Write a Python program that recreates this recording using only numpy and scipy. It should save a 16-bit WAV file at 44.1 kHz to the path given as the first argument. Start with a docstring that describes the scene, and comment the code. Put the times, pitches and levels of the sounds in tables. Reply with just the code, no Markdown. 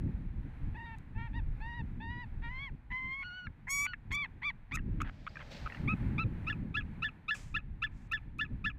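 """A treetop nest in a forest, with two white-tailed eagles close by. Their thin mews climb to a shrill
squeal, break into croaks and throat clicks, then into a run of yelps that each flip to a higher pitch.
The calls come from the syrinx, a bird's voice box: it vibrates, and the throat and beak shape the tone.
Feathers brush the sticks, twigs tick under talons and wind rumbles on the microphone.
The forest hisses and faintly echoes the calls."""
import sys
import numpy as np
from scipy import signal
from scipy.fft import rfft, irfft, next_fast_len
from scipy.io import wavfile
from scipy.ndimage import map_coordinates

SR = 44100
rng = np.random.default_rng(int(sys.argv[2]) if len(sys.argv) > 2 else 0)


def dump(signal):
    """Clip the signal to [-1, 1] and save it as 16-bit WAV at the path in sys.argv[1]."""
    limited = np.clip(np.atleast_2d(signal).T, -1, 1)
    pcm = np.round(limited * 32767).astype(np.int16)
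    wavfile.write(sys.argv[1], SR, pcm)


N = 387198
TIME = np.arange(N) / SR

# wind on the microphone: time_s, rumble_db, flutter_db
WIND_LEVELS = [(0.0, -35, -44), (0.5, -48, -52), (1.05, -48, -55), (1.42, -34.5, -46.5),
               (1.73, -44.5, -57.5), (1.82, -43, -45.5), (2.5, -42.5, -53), (2.85, -55, -61.5),
               (3.62, -56.5, -62.5), (4.349, -53.5, -55.5), (4.688, -55, -66), (4.75, -39.5, -44),
               (5.012, -37, -41.5), (5.17, -54.5, -58), (5.75, -52.5, -53), (5.819, -41, -38.5),
               (6.599, -44.5, -41.5), (6.97, -45.5, -48), (7.18, -57.5, -57), (7.45, -50, -59),
               (7.7, -46.5, -55), (8.18, -46.5, -57), (8.501, -50.5, -49), (8.78, -48, -57)]
# thumps of air from wingbeats and eddies: middle_s, half_length_s, rumble_db, flutter_db
AIR_PUFFS = [(0.05, 0.066, -43, -40.5), (0.208, 0.026, -40, -53), (0.385, 0.054, -42.5, -57),
             (0.674, 0.12, -37.5, -53.5), (1.18, 0.051, -50, -60), (2.73, 0.041, -42, -50.5),
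             (2.926, 0.033, -40.5, -56.5), (3.064, 0.068, -56, -50.5), (3.487, 0.046, -42, -53.5),
             (3.818, 0.034, -51, -61), (4.126, 0.062, -44, -51.5), (5.65, 0.054, -39.5, -64),
             (6.099, 0.11, -46, -44), (7.56, 0.056, -42, -51.5), (8.54, 0.034, -39, -48.5),
             (8.666, 0.066, -50.5, -51.5)]
# soft forest hiss, swelling near 5.7 s with the rustle of a bird moving: time_s, level_db
FOREST_LEVELS = [(0.0, -64.5), (0.75, -63.5), (1.0, -66), (2.57, -66.5), (3.0, -72), (3.35, -68),
                 (4.7, -68.5), (5.28, -67), (5.72, -54.5), (7.04, -65), (7.7, -68.5), (8.78, -69)]
# mews, squeals and two yips; a note that starts as another ends is its flip into a soft whistle:
# start_s, end_s, first_hz, last_hz, scoop_share, fall_share, waver_hz, first_db, last_db, overtone_db
MEW_NOTES = [ (0.742, 0.957, 957, 900, .17, 0.031, 11.7, -45.5, -50.5, -3),
             (1.147, 1.287, 898, 962, 0.079, .13, 27.5, -49.5, -50, -6.5),
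             (1.33, 1.407, 855, 1105, 0.0061, 0.31, 8.3, -48.5, -43.5, 2),
             (1.601, 1.819, 914, 979, 0.16, 0.12, 13.7, -47.5, -46, 0.5),
             (2.000, 2.251, 911, 1001, 0.11, 0.15, 10.5, -46, -47, 0.5),
             (2.419, 2.704, 891, 1196, 0, 0.5, 11.1, -47, -42.5, -2),
             (2.901, 3.238, 1001, 1102, 0.062, 0.0089, 4.2, -38.5, -40, -10),
             (3.225, 3.472, 1441, 1494, 0.021, 0.12, 9, -45.5, -50, 7),
             (3.669, 3.87, 1092, 1186, 0.17, 0.045, 5.24, -37.5, -34.5, -18.5),
             (3.861, 3.94, 1460, 1480, 0, 0.066, 9, -42, -50.5, 10),
             (4.106, 4.267, 1156, 1192, .22, 0.37, 29.4, -34.5, -36, -2),
             (4.415, 4.516, 1161, 1316, .26, 0.4, 27, -38, -32, -1),
             (4.711, 4.766, 955, 1505, 0.0091, 0.12, 33.4, -35.5, -36.5, -0.5),
             (5.875, 5.943, 1310, 1390, 0.19, 0.087, 14, -28.5, -39, -7.5),
             (6.179, 6.245, 1210, 1538, .05, 0.21, 10.9, -28.5, -39.5, -2.5)]
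# the syrinx beats strong-weak, adding tones halfway between the overtones: start_s, end_s, level_db
UNEVEN_BEATS = [(0.856, 0.95, -12.5), (1.178, 1.28, -7), (2.1, 2.225, -20), (2.42, 2.49, -8.5),
                (2.51, 2.677, -21.5), (2.898, 3.208, -34), (3.3, 3.42, -19.5)]
# the voice is pressed into a shrill treble: start_s, end_s, relative_db
SHRILL_PRESSES = [(3.706, 3.855, -1), (4.132, 4.128, -9), (4.151, 4.153, -12.5), (4.757, 4.756, 0),
                  (5.02, 5.018, -18)]
# twigs ticking under the talons: start_s, peak_db
TWIG_TICKS = [(0.9846, -55.5), (8.1206, -41.5), (8.385, -49)]
# single snaps of the syrinx: start_s, peak_db
CLICKS = [(3.469, -34.5), (3.934, -29), (3.9387, -35.5), (4.2449, -34), (4.7718, -29.5), (4.785, -39.5),
          (4.7915, -41), (5.03, -43), (5.356, -37), (5.3688, -33.5), (5.6983, -38), (5.7217, -35),
          (5.7463, -35), (5.7698, -42)]
# tones that ring after a snap: pitch_hz, level_db, ring_s (time to fade by 60 dB)
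CLICK_TONES = [(1390, -4.5, 0.013), (1867, 0, 0.02), (2530, -9, 0.028), (3270, -18, .008)]
# hoarse bursts: start_s, end_s, pitch_hz, level_db
CROAK_BURSTS = [(5.002, 5.017, 1116, -41.5), (5.014, 5.024, 1282, -34.5), (5.043, 5.102, 916, -51),
                (5.265, 5.282, 1274, -40.5), (5.389, 5.431, 957, -51), (5.658, 5.678, 1240, -40.5)]
# feathers brushing the nest, one list a stroke: time_s, treble_db
FEATHER_STROKES = [
    [(5.07, -81), (5.506, -69.5), (5.518, -58.5), (5.716, -72.5), (5.74, -68.5), (5.86, -79)],
    [(7.342, -57), (7.35, -56.5), (7.54, -78)],
    [(7.91, -93), (7.966, -80), (8.08, -82.5)],
]
# thin rising squeaks: start_s, first_hz, last_hz, level_db
SQUEAK_SLIDES = [(5.287, 4500, 5170, -67), (5.348, 5350, 5530, -74)]
# yelps that flip up and drop back: start_s, flip_s, drop_s, level_db, tail_relative_db
YELP_CALLS = [(6.466, 6.500, 6.523, -34, -10), (6.741, 6.769, 6.803, -32.5, -14),
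              (7.020, 7.044, 7.082, -32, -15), (7.280, 7.309, 7.346, -31, -18),
              (7.541, 7.565, 7.584, -31.5, -19), (7.819, 7.839, 7.861, -30.5, -19),
              (8.113, 8.134, 8.170, -31.5, -17), (8.388, 8.411, 8.446, -32, -17),
              (8.641, 8.661, 8.697, -32, -15)]

# A tone curve says how strong a sound is from low to high. Each has: frequency_hz, gain_db
WIND_CURVE = [(12, -29.5), (20, 9), (59, 3), (189, -7.5), (278, -12.5), (471, -32.5), (600, -37),
              (780, -59.5), (1320, -120)]  # swirling air
FOREST_CURVE = [(260, -24.5), (450, -3.5), (650, -5.5), (850, 0.5), (1200, -7), (1700, -3), (2450, -7.5),
                (2900, -16), (4000, -21.5), (5200, -33), (13000, -37.5), (15500, -46)]  # soft forest hiss
THROAT_CURVE = [(450, -21.5), (880, 8), (1130, -13.5), (1350, -2), (1750, 3.5), (2250, 1), (2660, -3.5),
                (2880, -15), (3480, -9), (3880, -18.5), (4500, -23.5), (5200, -35), (7000, -48),
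                (8800, -53), (11000, -74.5)]  # throat and beak
BREATH_CURVE = [(900, -7.5), (2000, 4.5), (3000, 0), (4500, 6), (6000, -7), (8600, -16.5), (9600, -29.5),
                (14000, -36.5)]  # air forced through the syrinx
SHRILL_CURVE = [(4200, -21.5), (5600, -9.5), (6750, -2), (7900, -11.5), (9200, -17.5), (11300, -17),
                (13500, -21), (15500, -37)]  # extra treble of a pressed voice
CROAK_CURVE = [(600, 3), (1000, -11), (1300, 9), (1900, -1), (2500, -6.5), (3200, -13.5), (4500, -31.5),
               (9000, -52.5)]  # the throat while croaking
WING_CURVE = [(400, -1.5), (600, 8.5), (1000, -14), (2200, -4), (3000, -5.5), (4500, -6.5), (8000, -23),
              (10000, -40), (15500, -34)]  # a folding wing
FEATHER_CURVE = [(800, -6.5), (2500, -4.5), (4000, -10.5), (7300, -6.5), (10000, -19), (15500, -34)]  # feathers on sticks
YELP_CURVE = [(900, -14.5), (1300, -7), (1750, -1), (2500, -2), (2850, -1), (3500, -10), (3900, -22.5),
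              (5200, -33.5), (7000, -45.5), (8800, -51.5), (11000, -72.5)]  # the throat with the beak opened wider
TWIG_CURVE = [(1500, -9), (4000, -4), (9000, -8.0), (15000, -17)]
STICK_ECHO_CURVE = [(1000, -6), (4000, 0)]
TRUNK_ECHO_CURVE = [(1800, 2.5), (2400, -6.5), (3500, -3.5), (5500, -24)]

TOP_HZ = 15450
SCOOP_S, FALL_S, WAVER_SHARE = .02, .018, .011  # a note scoops up, wavers, then falls away
ATTACK_DB, ATTACK_S = -12.5, 0.012  # a note starts this much softer and swells
RELEASE_DB, RELEASE_S = -67, 0.0091  # level lost at the end, per share of pitch that falls
QUAVER_HZ, QUAVER_SHARE, QUAVER_S = 28, 0.054, 0.083  # the voice trembles as it first starts up
UNSTEADY_SHARE, UNSTEADY_DB = .0045, 1.3  # random wobble of pitch and loudness
GAPE_DB, SOFT_DULL_DB = -10.5, -4  # at most: a wide beak weakens low tones, a soft voice loses treble


def undb(db):
    """Turn decibels into a number to multiply by."""
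    return 10 ** (np.asarray(db) / 20)


def unit(x):
    """Scale a sound to an average strength (rms) of 1."""
    return x / np.sqrt(np.mean(x ** 2) + 1e-20)


def curve_gain(curve, hz):
    """Read a tone curve's gain at any frequency."""
    curve_hz, db = np.transpose(curve)
    return undb(np.interp(np.log(np.maximum(hz, 1)), np.log(curve_hz), db))


def shape(x, curve):
    """Pass a short sound through a tone curve."""
    size = next_fast_len(len(x) + 1024)
    return irfft(rfft(x, size) * curve_gain(curve, np.fft.rfftfreq(size, 1 / SR)), size)[:len(x)]


def noise(curve, size=N):
    """Noise of strength 1 that follows a tone curve."""
    gain = curve_gain(curve, np.fft.rfftfreq(size, 1 / SR))
    return unit(irfft(rfft(rng.standard_normal(size)) * gain, size))


def wander(rate_hz, size=N):
    """Smooth random drifting with a spread near 1."""
    steps = np.arange(size) * rate_hz / SR
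    return map_coordinates(rng.standard_normal(int(steps[-1]) + 2), [steps], order=3, mode="nearest")


def add(out, start_s, x):
    """Mix x into out from a given time on."""
    i = max(int(start_s * SR), 0)
    out[i:i + len(x)] += x[:max(N - i, 0)]


def trace(rows):
    """Join a table's rows with straight lines: the times, then each column."""
    times, *columns = np.transpose(rows)
    t = np.arange(times[0], max(times[-1], times[0] + .004), 1 / SR)
    return t, *(np.interp(t, times, column) for column in columns)


def fade(t, edge_s):
    """Round off a sound's start and end."""
    return np.sin(np.pi / 2 * np.clip(np.minimum(t - t[0], t[-1] - t) / edge_s, 0, 1))


def wind(rumble_swing_db=2.0, flutter_swing_db=3.0, split_hz=110):
    """Big swirls of air rumble on the microphone, small ones flutter, and puffs thump on top."""
    times, rumble_db, flutter_db = np.transpose(WIND_LEVELS)
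    rumble_gain = undb(np.interp(TIME, times, rumble_db) + rumble_swing_db * wander(18))
    flutter_gain = undb(np.interp(TIME, times, flutter_db) + flutter_swing_db * wander(35))
    for middle, half_length, puff_rumble_db, puff_flutter_db in AIR_PUFFS:
        swell = np.hanning(int(2 * half_length * SR))
        for gain, db in (rumble_gain, puff_rumble_db), (flutter_gain, puff_flutter_db):
            add(gain, middle - len(swell) / SR / 2, undb(db) * swell)
    swirls = rfft(noise(WIND_CURVE))
    small_share = 1 / (1 + (split_hz / np.maximum(np.fft.rfftfreq(N, 1 / SR), 1)) ** 8)
    rumble = unit(irfft(swirls * np.sqrt(1 - small_share), N))
    flutter = unit(irfft(swirls * np.sqrt(small_share), N))
    return rumble_gain * rumble + flutter_gain * flutter


def forest(restless_db=1.3):
    """A soft forest hiss, swelling near 5.7 s with the rustle of a bird moving."""
    level_db = np.interp(TIME, *np.transpose(FOREST_LEVELS))
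    return noise(FOREST_CURVE) * undb(level_db + restless_db * wander(6.2))


def overtones(phase, hz, curve, multiples, overtone_db=0):
    """Tones at multiples of the pitch, shaped by a curve; overtone_db acts mostly at 3-5 kHz."""
    k = multiples[:, None]
    in_band = np.clip((k * hz - 2650) / 350, 0, 1) * np.clip((7000 - k * hz) / 2000, 0, 1)
    strength = undb(overtone_db * in_band) * (k * hz < TOP_HZ)
    power = ((strength * curve_gain(curve, k * hz)) ** 2).sum(0) / 2
    return shape((strength * np.sin(k * phase)).sum(0), curve) / np.sqrt(power)


def pressing(t, rise_db_per_s=1402, tire_db_per_s=77, fall_db_per_s=2200):
    """Strength of the shrill treble: each press of the voice comes on fast, tires and lets go."""
    return sum(undb(db - rise_db_per_s * np.maximum(start - t, 0)
                    - tire_db_per_s * np.maximum(t - start, 0)
                    - fall_db_per_s * np.maximum(t - end, 0)) for start, end, db in SHRILL_PRESSES)


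def syrinx(t, hz, rasp, uneven=0, relax_db=0, overtone_db=0, throat=THROAT_CURVE, air_db=-45):
    """The voice box vibrates and leaks air; rasp shakes its pitch and strength from beat to beat."""
    size = len(t)
    hz = hz * (1 + .0035 * wander(110, size))
    shaken_hz = hz * (1 + (.003 + .11 * rasp) * wander(900, size))
    phase = 2 * np.pi * np.cumsum(shaken_hz) / SR
    multiples = np.arange(1, 17)
    flicker_db = 3.5 * np.array([wander(35, size) for _ in multiples])  # each overtone on its own
    voice = overtones(phase, hz, throat, multiples, overtone_db + relax_db + flicker_db)
    voice += uneven * overtones(phase, hz, throat, multiples - .5)
    shrill = overtones(phase, hz, SHRILL_CURVE, multiples) * (1 + .05 * wander(1200, size))
    voice += pressing(t) * shrill
    voice *= 1 + (.03 + .45 * rasp) * wander(400, size)
    breath = undb(air_db + relax_db) * noise(BREATH_CURVE, size)
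    return (voice + breath) * fade(t, edge_s=0.0046)


def mews(catch_s=0.023, fray=0.95, fray_s=0.0092):
    """Drawn-out notes that start rough, scoop up and clear, then fray as the pitch falls away."""
    out = np.zeros(N)
    for (start, end, first_hz, last_hz, scoop, fall, waver_hz,
         first_db, last_db, overtone_db) in MEW_NOTES:
        t, hz, db = trace([(start, first_hz, first_db), (end, last_hz, last_db)])
        age_s, left_s, calling_s = t - start, t[-1] - t, t - MEW_NOTES[0][0]
        waver = WAVER_SHARE * np.sin(2 * np.pi * waver_hz * age_s)
        quaver = QUAVER_SHARE * np.cos(2 * np.pi * QUAVER_HZ * calling_s) * np.exp(-calling_s / QUAVER_S)
        hz *= (1 - scoop * np.exp(-age_s / SCOOP_S)) * (1 - fall * np.exp(-left_s / FALL_S))
        hz *= 1 + waver + quaver
        db += ATTACK_DB * np.exp(-age_s / ATTACK_S) + RELEASE_DB * fall * np.exp(-left_s / RELEASE_S)
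        force = np.clip(undb(db.max() + 37), 0, 1)  # louder notes are rougher
        if start > CROAK_BURSTS[-1][0]:
            force *= 0.31  # the voice eases after the croaks
        rasp = force * (np.exp(-(age_s / catch_s) ** 2) + fray * np.exp(-left_s / fray_s))
        uneven = sum(undb(level_db) * np.clip(np.minimum(t - on, off - t) / 0.0031, 0, 1)
                     for on, off, level_db in UNEVEN_BEATS)
        hz *= 1 + UNSTEADY_SHARE * wander(45, len(t))
        db += UNSTEADY_DB * wander(30.3, len(t))
        relax_db = 0.38 * (db - db.max())  # soft is also dull
        throat = [(f, gain_db + GAPE_DB * force * (f < 1000) + SOFT_DULL_DB * (1 - force) * (f > 4000))
                  for f, gain_db in THROAT_CURVE]
        voice = syrinx(t, hz, rasp, uneven, relax_db, overtone_db, throat, air_db=-42)
        add(out, start, undb(db) * voice)
    return out


def echo(x, level_db, ring_s, curve):
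    """Sound scatters back as a blurred copy that fades by 60 dB in ring_s."""
    t = np.arange(SR) / SR
    tail = noise(curve, len(t)) * undb(-60 * t / ring_s) * (1 - np.exp(-40 * t / ring_s))
    return undb(level_db) * signal.fftconvolve(x, tail / np.sqrt(np.sum(tail ** 2)))[:N]


def twigs(decay_s=0.0016):
    """Twigs tick under the talons, each a tiny burst of noise."""
    out = np.zeros(N)
    t = np.arange(SR // 50) / SR
    for start, db in TWIG_TICKS:
        tick = noise(TWIG_CURVE, len(t)) * np.exp(-t / decay_s)
        add(out, start, undb(db) * tick / np.abs(tick).max())
    return out


def throat_clicks(droop_per_s=8):
    """The syrinx snaps as a note dies or fails to start; the ring droops as the throat slackens."""
    out = np.zeros(N)
    t = np.arange(SR // 30) / SR
    phase_per_hz = 2 * np.pi * (t - droop_per_s * t ** 2 / 2)
    for start, db in CLICKS:
        ring = np.zeros(len(t))
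        for hz, tone_db, ring_s in CLICK_TONES:
            hz *= 1 + 0.1 * rng.standard_normal()
            ring += undb(tone_db - 60 * t / ring_s) * np.sin(phase_per_hz * hz)
        ring *= 1 - np.exp(-t / 0.002)
        add(out, start, undb(db) * ring / np.abs(ring).max())
    return out


def croaks():
    """Between squeals and yelps the voice only catches, in hoarse bursts."""
    out = np.zeros(N)
    for start, end, pitch_hz, db in CROAK_BURSTS:
        t, hz = trace([(start, pitch_hz), (end, pitch_hz)])
        add(out, start, undb(db) * unit(syrinx(t, hz, rasp=1.27, throat=CROAK_CURVE)))
    return out


def feathers():
    """A wing folds, then feathers sweep the sticks; their tiny barbs catch and let go."""
    out = np.zeros(N)
    treble_filter = signal.butter(4, 4200, "high", fs=SR, output="sos")
    for stroke, curve in zip(FEATHER_STROKES, [WING_CURVE, FEATHER_CURVE, FEATHER_CURVE]):
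        t, treble_db = trace(stroke)
        rustle = noise(curve, len(t)) * undb(0.94 * wander(250, len(t)))
        rustle /= signal.sosfilt(treble_filter, rustle).std()
        add(out, t[0], undb(treble_db) * rustle * fade(t, edge_s=0.0055))
    return out


def squeaks(length_s=.016):
    """The voice catches in thin squeaks, each one pure rising tone."""
    out = np.zeros(N)
    for start, first_hz, last_hz, db in SQUEAK_SLIDES:
        t, hz = trace([(start, first_hz), (start + length_s, last_hz)])
        tone = np.sin(2 * np.pi * np.cumsum(hz) / SR)
        add(out, start, undb(db) * unit(tone * fade(t, edge_s=.006)))
    return out


def yelps(low_hz=1200, crest_hz=1460, flip_hz=1780, sag_hz=1650, creak_hz=53.6):
    """Each yelp slides up, flips to a high voice that sags, and drops into a short creaky tail."""
    out = np.zeros(N)
    for start, flip, drop, db, tail_db in YELP_CALLS:
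        # the three parts: time_s, pitch_hz, relative_db
        rise = [(start, low_hz, -11), ((start + flip) / 2, (low_hz + crest_hz) / 2 - 15, 0),
                (flip + 0.0031, crest_hz, -9)]
        high = [(flip - .002, flip_hz, 1.5), ((flip + drop) / 2, (flip_hz + sag_hz) / 2 + 15, -1),
                (drop + 0.0017, sag_hz, -14)]
        tail = [(drop - .002, 1340, tail_db), (drop + .022, 1220, tail_db - 6)]
        for part, roughness, creak in (rise, .11, 0), (high, .12, 0), (tail, .45, 0.65):
            t, hz, part_db = trace(part)
            rasp = roughness + .22 * np.exp((t[0] - t) / .004)
            relax_db = np.minimum(90 * (hz / hz[0] - 1), 0)  # overtones die as the pitch sags
            air_db = -27 - 450 * np.abs(t - flip)  # most air escapes at the flip
            hz *= 1 + .008 * rng.standard_normal()
            voice = syrinx(t, hz, rasp, relax_db=relax_db, overtone_db=-2,
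                           throat=YELP_CURVE, air_db=air_db)
            pulse_hz = creak_hz * rng.uniform(.8, 1.25)
            pulses = 1 - creak * np.cos(2 * np.pi * pulse_hz * (t - t[0]))
            add(out, t[0], undb(db + part_db) * pulses * voice)
    return out


def scene():
    """Mix it all; nest sticks scatter the calls at once, far trunks later and duller."""
    calls = mews() + yelps() + croaks() + throat_clicks() + squeaks()
    sticks = echo(calls, level_db=-17, ring_s=.04, curve=STICK_ECHO_CURVE)
    trunks = echo(calls, level_db=-44.5, ring_s=0.86, curve=TRUNK_ECHO_CURVE)
    return (calls + sticks + trunks + feathers() + twigs() + wind() + forest())[None]


def record(dry):
    """Cut away the very highest treble."""
    return signal.sosfilt(signal.ellip(8, .2, 70, TOP_HZ, fs=SR, output="sos"), dry)


dry = scene()
out = record(dry)
dump(out)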